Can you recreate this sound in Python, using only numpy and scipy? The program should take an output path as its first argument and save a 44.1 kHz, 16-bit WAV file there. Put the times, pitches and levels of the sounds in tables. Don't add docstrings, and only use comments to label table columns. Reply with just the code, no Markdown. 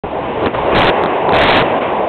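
import sys
import numpy as np
from scipy import signal
from scipy.fft import rfft, irfft
from scipy.io import wavfile
from scipy.ndimage import uniform_filter1d

SR = 44100
rng = np.random.default_rng(int(sys.argv[2]) if len(sys.argv) > 2 else 0)


def store_pcm(level_fs):
    pcm = np.round(np.clip(level_fs, -1, 1) * 32767).astype(np.int16)
    wavfile.write(sys.argv[1], SR, np.atleast_2d(pcm).T)


def boost(x):
    u = np.asarray(x, float) / 20
    return 10 ** u


N = 91904

# frequency_hz, density_db_per_hz
RUMBLE_SPECTRUM = [(20, -18), (60, -2.5), (130, 0.5), (300, -2), (700, -30.5)]
# start_s, level_db, pitch_hz, decay_s
GAP_CLUNKS = [
    (.0362, -16, 300, 0.025),
    (0.03, -21.5, 50, 0.031),
    (0.058, -35, 1400, 0.013),
    (0.419, -13, 330, 0.065),
    (0.437, -29, 1760, 0.018),
    (0.457, -10, 385, 0.034),
    (0.545, -11, 630, 0.0067),
    (0.545, -37, 1790, 0.017),
    (0.552, -27.5, 80.9, 0.14),
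    (0.73, -24, 50, 0.056),
]
# time_s, level_db
ROAR_LEVEL = [(.03, -23), (.2, -20), (.39, -17), (.47, -19), (.55, -17.5), (.715, -12.5), (.75, -7.3),
              (.84, -7), (.9, -6), (1.0, -7.5), (1.14, -7.5), (1.28, -13.5), (1.37, -7), (1.5, -5.5),
              (1.62, -7), (1.72, -7.5), (1.9, -8), (2.08, -12.5)]
# frequency_hz, density_db_per_hz
ROAR_SPECTRUM = [(60, -27.5), (150, -13.5), (350, -2), (650, 1), (1050, -3.5), (1300, -15), (2700, -18),
                 (3900, -31.5)]
JOINT_KNOCKS = [.4624, .4712, .752, .7575, .768, .771, .7865, .7895, .796, .8095, .834, .845, .851, .8535,
                .8755, .8892, .8965, .9018, 1.0378, 1.0605, 1.293, 1.324, 1.334, 1.356, 1.624]
# start_s, drop_db, recovery_s
GAIN_DROPS = [
    (.484, -5, .06),
    (1.794, -7, .014),
    (.904, -6.5, .36),
    (1.627, -6, .5),
]

CAMERA_SR = 8000
FULL_SCALE = 0.7


def random_level(rate_hz):
    hold = int(SR / rate_hz)
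    steps = np.repeat(rng.standard_normal(N // 200), hold)[:N]
    return 1.3 * uniform_filter1d(uniform_filter1d(steps, hold), hold)


def fluctuating_noise(spectrum, depth):
    hz = np.maximum(np.arange(N // 2 + 1) * SR / N, 1)
    table_hz, table_db = np.array(spectrum).T
    density_db = np.interp(np.log(hz), np.log(table_hz), table_db)
    colour = rfft(rng.standard_normal(N)) * boost(density_db) * (hz > 15) * (hz < 4000)
    swell = random_level(9)
    shared = [random_level(14) for _ in range(5)]
    out = np.zeros(N)
    for k, centre_hz in enumerate(20 * 2 ** np.arange(0, 8.5, 0.5)):
        octaves = np.clip(np.log2(hz / centre_hz), -0.5, 0.5)
        band = np.cos(np.pi * octaves) ** 2
        level_db = 0.6 * swell + 1.0 * shared[k // 4] + 1.5 * random_level(25)
        out += boost(depth * level_db) * irfft(colour * band, N)
    return out / np.std(out)


def tunnel_rumble(roar_db):
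    rumble_db = -30.5 + 0.27 * (roar_db + 18.5)
    return boost(rumble_db) * fluctuating_noise(RUMBLE_SPECTRUM, 1.3)


def rail_gap_clunks(t):
    out = np.zeros(N)
    for start_s, level_db, pitch_hz, decay_s in GAP_CLUNKS:
        since = np.clip(t - start_s, 0, None)
        band = signal.butter(2, [pitch_hz / 2, pitch_hz * 2], "band", fs=SR, output="sos")
        burst = signal.sosfilt(band, rng.standard_normal(N))
        rise = 1 - np.exp(-since / 0.0013)
        out += boost(level_db) * burst / np.std(burst) * rise * np.exp(-since / decay_s)
    return out


def rolling_roar(roar_db):
    roar = fluctuating_noise(ROAR_SPECTRUM, 0.98)
    crest = 2.9
    return boost(roar_db) * roar / (1 + (roar / crest) ** 6) ** (1 / 6)


def add_joint_knocks(sound, t):
    width_s, rebound, overshoot = 0.0006, 0.2, 1.07
    for time_s in JOINT_KNOCKS:
        dip = np.exp(-((t - time_s) / width_s) ** 2)
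        trough = (1 + rebound) * dip - rebound * dip ** (1 / 16)
        depth = overshoot * FULL_SCALE / camera_gain(time_s)
        sound = sound * (1 - dip) - depth * trough
    return sound


def camera_gain(t):
    gain_db = 0
    for start_s, drop_db, recovery_s in GAIN_DROPS:
        hold = np.clip(1 - np.abs((t - start_s) / recovery_s) ** 8, 0, 1)
        gain_db = gain_db + drop_db * (t > start_s) * hold
    return boost(gain_db)


def scene():
    t = np.arange(N) / SR
    roar_db = np.interp(t, *np.array(ROAR_LEVEL).T)
    sound = rolling_roar(roar_db) + tunnel_rumble(roar_db) + rail_gap_clunks(t)
    return add_joint_knocks(sound, t)[None]


def top_cut(x):
    return signal.sosfilt(signal.butter(12, 15800, fs=SR, output="sos"), x)


def record(dry):
    x = signal.resample_poly(dry[0] * camera_gain(np.arange(N) / SR), 80, 441)
    x = x * (np.arange(len(x)) / CAMERA_SR > 0.0364)
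    x = np.where(np.abs(x) > FULL_SCALE, 0, x)
    fir = signal.firwin(441 * 32 + 1, 4010, window=("kaiser", 9), fs=CAMERA_SR * 441)
    y = signal.resample_poly(x, 441, 80, window=fir)[:N]
    y = np.clip(np.pad(y, (0, N - len(y))), -0.72, 0.72)
    return top_cut(y[None])


dry = scene()
out = record(dry)
store_pcm(out)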